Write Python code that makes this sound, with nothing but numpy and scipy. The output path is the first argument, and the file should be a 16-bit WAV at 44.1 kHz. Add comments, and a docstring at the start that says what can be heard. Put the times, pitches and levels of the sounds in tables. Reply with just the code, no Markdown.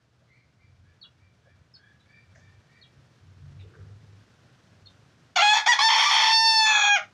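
"""Rooster in a small walled yard

One crow from two metres: two short notes and a long falling one. The syrinx flips between a locked,
brassy tone and a chaotic rasp while the beak opens and closes; the walls ring briefly. Before it a small
bird chips, a far bird repeats a call and gravel scuffs, over an engine behind the houses and soft air."""
import sys
import numpy as np
from scipy import signal
from scipy.fft import rfft, irfft
from scipy.io import wavfile
from scipy.ndimage import uniform_filter1d

SR = 44100
rng = np.random.default_rng(int(sys.argv[2]) if len(sys.argv) > 2 else 0)


def wav_out(sig):
    """Save sig, one row per channel (or a flat mono array), as 16-bit PCM at SR to the path in sys.argv[1]."""
    wavfile.write(sys.argv[1], SR, np.round(np.clip(np.atleast_2d(sig).T, -1, 1) * 32767).astype(np.int16))


N = 314433
T = np.arange(N) / SR

# holds of the five throat and beak postures: start_s, end_s
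POSTURE_HOLDS = [(5.36, 5.58), (5.68, 5.73), (5.81, 6.15), (6.3, 6.58), (6.75, 7.0)]


def rooster(attack_s=0.0073, release_s=0.023, treble_hz=4000, rasp_treble_db=-8.5, flutter_db=1.0):
    """Three syrinx notes; roughness splits each between rasp and the louder locked tone."""
    # notes: start_s, end_s, rasp_db, lock_gain_db, min_roughness (0-1)
    notes = [(5.355, 5.581, -21, 5, 0.11), (5.657, 5.732, -20.5, 6, 0), (5.784, 6.965, -20, 1.3, 0.04)]
    # pitch contour, one list per note: time_s, pitch_hz
    contours = [
        [(5.357, 736), (5.407, 685.2), (5.425, 835), (5.462, 829.2), (5.56, 865.7)],
        [(5.663, 833), (5.691, 969.3), (5.706, 976), (5.736, 871.2)],
        [(5.79, 795), (5.84, 896.1), (6.14, 876.8), (6.24, 889.8), (6.42, 899.2), (6.56, 887.9), (6.70, 865.3),
         (6.79, 832.2), (6.95, 814.7)],
    ]
    # treble share of the tone, per posture: share_db
    posture_treble_db = [-13.5, -13, -5, -1.63, -14.5]
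    starts_s, _, *columns = np.transpose(notes)
    note = np.maximum(np.searchsorted(starts_s, T) - 1, 0)
    rasp_db, lock_gain_db, min_rough = [c[note] for c in columns]
    rough = roughness(min_rough)
    # breath gives out: the voice drops, fades and dulls
    collapse_s = np.maximum(T - 6.951, 0)
    drop_hz_per_s, fade_db_per_s, dull_db_per_s, floor_hz = 5500, 151, 200, 614
    hz = np.maximum(curves(np.vstack(contours))[0] - drop_hz_per_s * collapse_s, floor_hz)
    level_db = rasp_db + lock_gain_db * (1 - rough) - fade_db_per_s * collapse_s
    level_db += flutter_db * rough * wander(64)
    voice = np.sqrt(1 - rough ** 2) * locked_tone(hz, rough) + rough * rasp(hz) + membrane_whistle()
    # wider beak, more treble
    tone_treble_db = sum(w * db for w, db in zip(blend(POSTURE_HOLDS), posture_treble_db))
    share_db = rough * rasp_treble_db + (1 - rough) * tone_treble_db - dull_db_per_s * collapse_s
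    share = np.clip(undb(share_db), 0, .95)
    treble = colour(voice, [(treble_hz * .93, -60), (treble_hz, 0)])
    voice = np.sqrt(1 - share ** 2) * steady(voice - treble) + share * steady(treble)
    gate = sum(np.clip((T - start_s) / attack_s, 0, 1) ** 2 * release(end_s, release_s)
               for start_s, end_s, *_ in notes)
    return band(voice * gate, 585, "high", order=8) * undb(level_db)


def roughness(rough, onset_share=.64, end_share=.48, flip_s=.014):
    """Raise the given roughness in bouts: the syrinx flips into chaos, peaks, eases and locks again."""
    # bouts of chaos: start_s, peak_s, end_s, roughness (0-1)
    bouts = [(5.35, 5.36, 5.425, .82), (5.532, 5.585, 5.63, .76), (5.65, 5.665, 5.683, .92),
             (5.721, 5.79, 5.82, .92), (5.884, 6.05, 6.328, .88), (6.657, 6.83, 6.895, .48),
             (6.964, 6.985, 7.08, .42)]
    for start_s, peak_s, end_s, depth in bouts:
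        off_peak = np.interp(T, [start_s, peak_s, end_s], [1, 0, 1])
        edge_share = np.where(T < peak_s, onset_share, end_share)
        gate = np.clip(np.minimum(T - start_s, end_s - T) / flip_s + .5, 0, 1)
        rough = np.maximum(rough, depth * (1 - (1 - edge_share) * off_peak ** 2) * gate)
    return np.clip(rough, 0, 1)


def locked_tone(hz, rough, jitter=0.0019, rough_jitter=0.0192, rolloff_db=-5.5, shimmer_db=5.5):
    """Both membranes beat together: harmonics weighted by the posture of throat and beak."""
    # spectrum of each posture: harmonic, level_db
    first = [(1, 6.5), (2, 0.5), (3, 2), (4, 3), (5, -9.5), (6, -21), (7, -27), (8, -18), (9, -24.5),
             (10, -32)]
    second = [(1, -15.5), (2, -9), (3, -28), (4, -32), (5, -5.5), (6, -5.5), (7, -11), (8, -20.5), (9, -27),
              (10, -30)]
    stretched = [(1, 11.5), (2, 10), (3, -4.5), (4, 6), (5, 17), (6, 16), (7, 8), (8, 1), (9, -57),
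                 (10, -6)]
    wide = [(1, -1), (2, -5), (3, -8), (4, -5), (5, -3.5), (6, -7.5), (7, -20), (8, -29), (9, -35.5),
            (10, -29.5)]
    closing = [(1, 4), (2, 6), (3, 7), (4, 1.5), (5, -19), (6, -29.5), (7, -13), (8, -10), (9, -62),
               (10, -39)]
    # faint lower vibration on the long note: time_s, pitch_hz, depth_db
    undertone_track = [(6.25, 488.4, -47), (6.32, 539.4, -31.5), (6.42, 578.7, -30.5), (6.52, 558, -28.5),
                       (6.62, 477, -27), (6.7, 418.8, -25)]
    postures_db = [np.array(p)[:, 1] for p in (first, second, stretched, wide, closing)]
    phase = 2 * np.pi * cycles(hz * (1 + (jitter + rough_jitter * rough) * wander(248)))
    weights, tone = blend(POSTURE_HOLDS), 0
    for harmonic in range(1, 18):
        db = sum(w * p[min(harmonic, 10) - 1] for w, p in zip(weights, postures_db))
        db += rolloff_db * max(harmonic - 10, 0)
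        db += shimmer_db * rough * wander(38)  # membranes close unevenly
        tone += undb(db) * np.sin(harmonic * phase)
    # first note: strong and weak cycles alternate
    period_doubling = undb(-17) * weights[0] * np.sin(phase / 2 + np.pi / 4)
    under_hz, under_db = curves(undertone_track)
    undertone = undb(under_db) * np.sin(2 * np.pi * cycles(under_hz))
    return steady(tone * (1 + period_doubling + undertone)) + undertone


def rasp(hz, scatter=.09, lurch=.07, slap_spread_db=3.5, puff_gain=.37, echo_delay_s=0.000898):
    """Unlocked membranes slap at uneven intervals and strengths, each with a puff of turbulence."""
    # spectrum of each beak position: freq_hz, level_db
    beak_opening = [(210, -78), (350, -55), (502, -10), (780, -11), (1530, -13.5), (1770, -11),
                    (2500, -15.5), (2920, -28.5), (3420, -7), (3940, -20.5), (4330, -16.5), (4990, -21),
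                    (6620, -20), (8250, -47.5), (15000, -55)]
    beak_open = [(350, -23), (540, -4), (740, -9), (1200, -5.5), (1600, -7.5), (2200, -4), (2750, -9.5),
                 (3250, 0), (3700, -10.5), (4500, -9), (5550, -4), (6800, -20.5), (7600, -29),
                 (15000, -47.5)]
    beak_closing = [(350, -52), (540, 9.5), (700, -7), (1400, 6.5), (1950, -10), (2450, 6), (2900, -26),
                    (3500, 4.5), (4300, -11), (5300, -42), (6100, -15), (7100, -9.5), (7900, -43.5),
                    (15000, -52)]
    # holds of those positions: start_s, end_s
    beak_holds = [(5.36, 5.7), (5.85, 6.45), (6.72, 7.0)]
    turns = cycles(hz * (1 + scatter * wander(450) + lurch * wander(70)))
    slaps = np.diff(np.floor(turns), prepend=0) * undb(slap_spread_db * np.tanh(wander(600)))
    puffs = rng.standard_normal(N) * np.exp(-(turns % 1) / 0.21)
    source = unit(slaps) + puff_gain * unit(puffs)
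    # very short echo that hollows the rasp (comb filter)
    source += 0.57 * np.interp(T - echo_delay_s, T, source)
    spectra = (beak_opening, beak_open, beak_closing)
    return steady(sum(w * unit(colour(source, s)) for w, s in zip(blend(beak_holds), spectra)))


def membrane_whistle(jitter=0.0117, second_db=-5, third_db=-8):
    """One side of the syrinx breaks free and whistles at its own pitch."""
    # whistles: start_s, length_s, pitch_hz, level_db (relative to the voice)
    whistles = [(5.375, 0.037, 1367, -1), (5.782, 0.017, 1110, 5), (6.005, .04, 1150, -9),
                (6.054, 0.047, 1171, 7)]
    clock_s = cycles(1 + jitter * wander(213))
    out = 0
    for start_s, length_s, hz, db in whistles:
        phase = 2 * np.pi * hz * clock_s
        tone = np.sin(phase) + undb(second_db) * np.sin(2 * phase) + undb(third_db) * np.sin(3 * phase)
        envelope = np.sin(np.pi * np.clip((T - start_s) / length_s, 0, 1))
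        out += undb(db) * envelope * unit(tone)
    return out


def yard_echoes(x, ring_db=-11, wall_db=-20, wall_delay_s=.07):
    """Near walls ring briefly; a farther wall returns one dull echo."""
    ring = reverb(x, t60_s=0.18, delay_s=0.011, cutoff_hz=6600)
    echo = band(np.interp(T - wall_delay_s, T, x), 2700, "low", order=1)
    return undb(ring_db) * ring + undb(wall_db) * echo


def small_bird(step_s=.012, pulse_depth=.6, echo_db=-3):
    """Quick chips that fall in pulsed steps, thrown back by the walls."""
    # chips: start_s, top_hz, end_hz, length_s, level_db
    chips = [(1.012, 4630, 2730, 0.045, -51), (1.737, 5460, 3770, 0.029, -54),
             (2, 4100, 3370, 0.024, -69.5), (2.811, 4580, 2800, 0.042, -58),
             (3.594, 4017, 3320, 0.033, -64), (4.856, 4610, 3090, 0.029, -54.5)]
    out = 0
    for start_s, top_hz, end_hz, length_s, db in chips:
        progress = np.clip((T - start_s) / length_s, 0, 1)
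        trill = 2 * np.pi * (T - start_s) / step_s
        stairs = progress + step_s / length_s * np.sin(trill) / (2 * np.pi)  # flat at each pulse peak
        hz = top_hz + (end_hz - top_hz) * stairs
        envelope = np.sqrt(np.sin(np.pi * progress)) * (2 - progress)
        pulses = 1 - pulse_depth * np.cos(trill)
        out += undb(db) * envelope * pulses * np.sin(2 * np.pi * cycles(hz))
    return out + undb(echo_db) * reverb(out, t60_s=0.12, delay_s=0.00545, cutoff_hz=6000)


def far_bird(rise=.09, upper_hz=2345, octave_db=-13, lower_jitter=.035, upper_jitter=.017):
    """A two-voiced call, hoarse below and ringing above, heard by its echoes."""
    # calls: start_s, pitch_hz, length_s, level_db, upper_voice_db
    calls = [(0.261, 2125, 0.15, -67, 0), (.57, 2130, .086, -75, 10), (.835, 1720, 0.082, -72, 2),
             (1.144, 1960, 0.13, -78, 10), (1.425, 1730, .1, -68, -0.5), (1.752, 1694, 0.161, -62, -10),
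             (2.038, 1793, 0.165, -66.5, 9.5), (2.344, 1813, 0.17, -67, 3), (2.666, 1925, 0.14, -66, 5)]

    def voice(hz):
        phase = 2 * np.pi * cycles(hz)
        return np.sin(phase) + undb(octave_db) * np.sin(2 * phase)

    out = 0
    for start_s, pitch_hz, length_s, db, upper_db in calls:
        progress = np.clip((T - start_s) / length_s, 0, 1)
        scoop = 1 - rise * (1 - progress) ** 4
        lower = voice(pitch_hz * (scoop + lower_jitter * wander(212)))
        upper = voice(upper_hz * (scoop + upper_jitter * wander(222)))
        call = lower + undb(upper_db) * np.sqrt(progress) * upper
        out += undb(db) * np.sqrt(np.sin(np.pi * progress)) * call
    return reverb(out, t60_s=.42, delay_s=.004, cutoff_hz=5000)


def engine(idle_hz=121, idle_waver=.05, idle_rumble_db=1, swell_waver=.012, swell_rumble_db=-8):
    """Only firing note and rumble carry over the houses: a low drone with swells."""
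    # rumble spectrum: freq_hz, level_db
    spectrum = [(18, -53), (30, -20.5), (59, -10.5), (80, 0.5), (97, -2.5), (146, -4.5), (177, -14.5),
                (254, -21.5), (400, -36.5), (520, -57), (880, -120)]
    # drone level: time_s, level_db
    idle_level = [(0, -67.5), (1.7, -64.5), (3, -67.5), (5.3, -65), (5.5, -84), (6.6, -85), (7.0, -68.5)]
    # swells: start_s, length_s, firing_hz, level_db
    swells = [(0.558, 0.37, 90, -58), (1.17, .45, 92.4, -65), (2.263, 0.33, 94.8, -57.5),
              (2.924, 0.071, 135, -57), (3.195, 0.4, 93, -52), (3.387, 0.18, 139.4, -48),
              (3.742, .13, 150, -55), (3.565, 0.117, 96.6, -46.5), (3.755, 0.21, 99.7, -46.5),
              (3.97, .25, 100.8, -53), (4.686, 0.26, 96.2, -60.5)]
    attack_s, release_s = 0.051, 0.022
    rumble = unit(colour(rng.standard_normal(N), spectrum))
    drone = unit(np.sin(2 * np.pi * idle_hz * cycles(1 + idle_waver * wander(30))))
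    out = undb(curves(idle_level)[0]) * unit(drone + undb(idle_rumble_db) * rumble)
    clock_s = cycles(1 + swell_waver * wander(37))
    for start_s, length_s, firing_hz, db in swells:
        envelope = np.clip((T - start_s) / attack_s, 0, 1) * release(start_s + length_s, release_s)
        firing = unit(np.sin(2 * np.pi * firing_hz * clock_s))
        out += undb(db) * envelope * unit(firing + undb(swell_rumble_db) * rumble)
    return out


def gravel(attack_s=0.0072, grain_db=4):
    """Short grainy rustles of loose ground."""
    # scuffs: start_s, centre_hz, decay_s, level_db
    scuffs = [(.21, 600, 0.028, -64), (1.04, 1310, 0.032, -60.5), (1.454, 600, 0.024, -55),
              (2.348, 1780, 0.021, -53.5), (2.355, 640, 0.042, -60.5), (2.35, 5700, .08, -66.5),
              (3.59, 2450, 0.045, -61), (3.63, 413, 0.25, -58), (3.734, 1460, 0.065, -57.5),
              (3.76, 405, 0.1, -58.5)]
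    out = 0
    for start_s, hz, decay_s, db in scuffs:
        grains = rng.standard_normal(N) * undb(grain_db * wander(350))
        grit = unit(band(grains, [hz / 1.2, hz * 1.2], "band", order=3))
        envelope = np.clip((T - start_s) / attack_s, 0, 1) * release(start_s, decay_s)
        out += undb(db) * envelope * grit
    return out


def air(sway_db=0.77):
    """Soft hiss of the neighbourhood."""
    # hiss spectrum: freq_hz, level_db
    spectrum = [(59, -32), (100, -4.5), (155, -3.5), (279, -13), (425, -15.5), (703, -17.5), (831, -20.5),
                (1560, -18), (2180, -24), (3050, -25), (5840, -29), (11000, -46.5), (15000, -57)]
    # hiss level: time_s, level_db
    level = [(0, -68), (1.6, -65.5), (2.5, -63), (3.4, -61.5), (4.2, -60), (5.3, -60.5), (5.5, -65.5),
             (6.6, -69), (7.1, -60)]
    hiss = unit(colour(rng.standard_normal(N), spectrum))
    return hiss * undb(curves(level)[0] + sway_db * wander(21.4))


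def reverb(x, t60_s, delay_s, cutoff_hz):
    """Diffuse wall echoes: convolution with decaying noise."""
    t = T[:SR]
    noise = band(rng.standard_normal(SR), cutoff_hz, "low", order=1)
    tail = noise * undb(-60 * t / t60_s) * (t > delay_s)
    return signal.fftconvolve(x, tail / np.sqrt(np.sum(tail ** 2)))[:N]


def undb(db):
    """Decibels to gain."""
    return 10 ** (np.asarray(db) / 20)


def unit(x):
    """Scale to rms 1."""
    return x / np.sqrt(np.mean(x ** 2) + 1e-18)


def steady(x):
    """Hold short-term rms at 1."""
    return x / np.sqrt(np.abs(uniform_filter1d(x ** 2, size=1100)) + 1e-12)


def cycles(rate):
    """Time integral of a rate."""
    return np.cumsum(rate) / SR


def release(from_s, decay_s):
    """1 until from_s, then exponential decay."""
    return np.exp(-np.maximum(T - from_s, 0) / decay_s)


def curves(rows):
    """Interpolate each later column over the first, time_s."""
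    time_s, *columns = np.transpose(rows)
    return [np.interp(T, time_s, c) for c in columns]


def blend(holds):
    """Weight per posture: 1 while held, crossfading between."""
    return [np.interp(T, np.ravel(holds), np.repeat(row, 2)) for row in np.eye(len(holds))]


def colour(x, points):
    """Filter by an outline of freq_hz, gain_db."""
    hz, db = np.transpose(sorted(points))
    bins_hz = np.maximum(np.arange(N // 2 + 1) * SR / N, 1)
    return irfft(rfft(x) * undb(np.interp(np.log(bins_hz), np.log(hz), db)), N)


def band(x, hz, kind, order=2):
    """Butterworth filter."""
    return signal.sosfilt(signal.butter(order, np.minimum(hz, SR * .45), kind, fs=SR, output="sos"), x)


def wander(rate_hz):
    """Low-passed noise, rms 1."""
    return unit(band(rng.standard_normal(N), rate_hz, "low"))


def scene():
    """Crow and yard echoes over quiet surroundings, mono."""
    crow = rooster()
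    return (crow + yard_echoes(crow) + small_bird() + far_bird() + engine() + gravel() + air())[None]


def record(dry, cutoff_hz=15550):
    """Steep low-pass on the top treble."""
    return signal.sosfilt(signal.ellip(10, .2, 80, cutoff_hz, fs=SR, output="sos"), dry)


dry = scene()
out = record(dry)
wav_out(out)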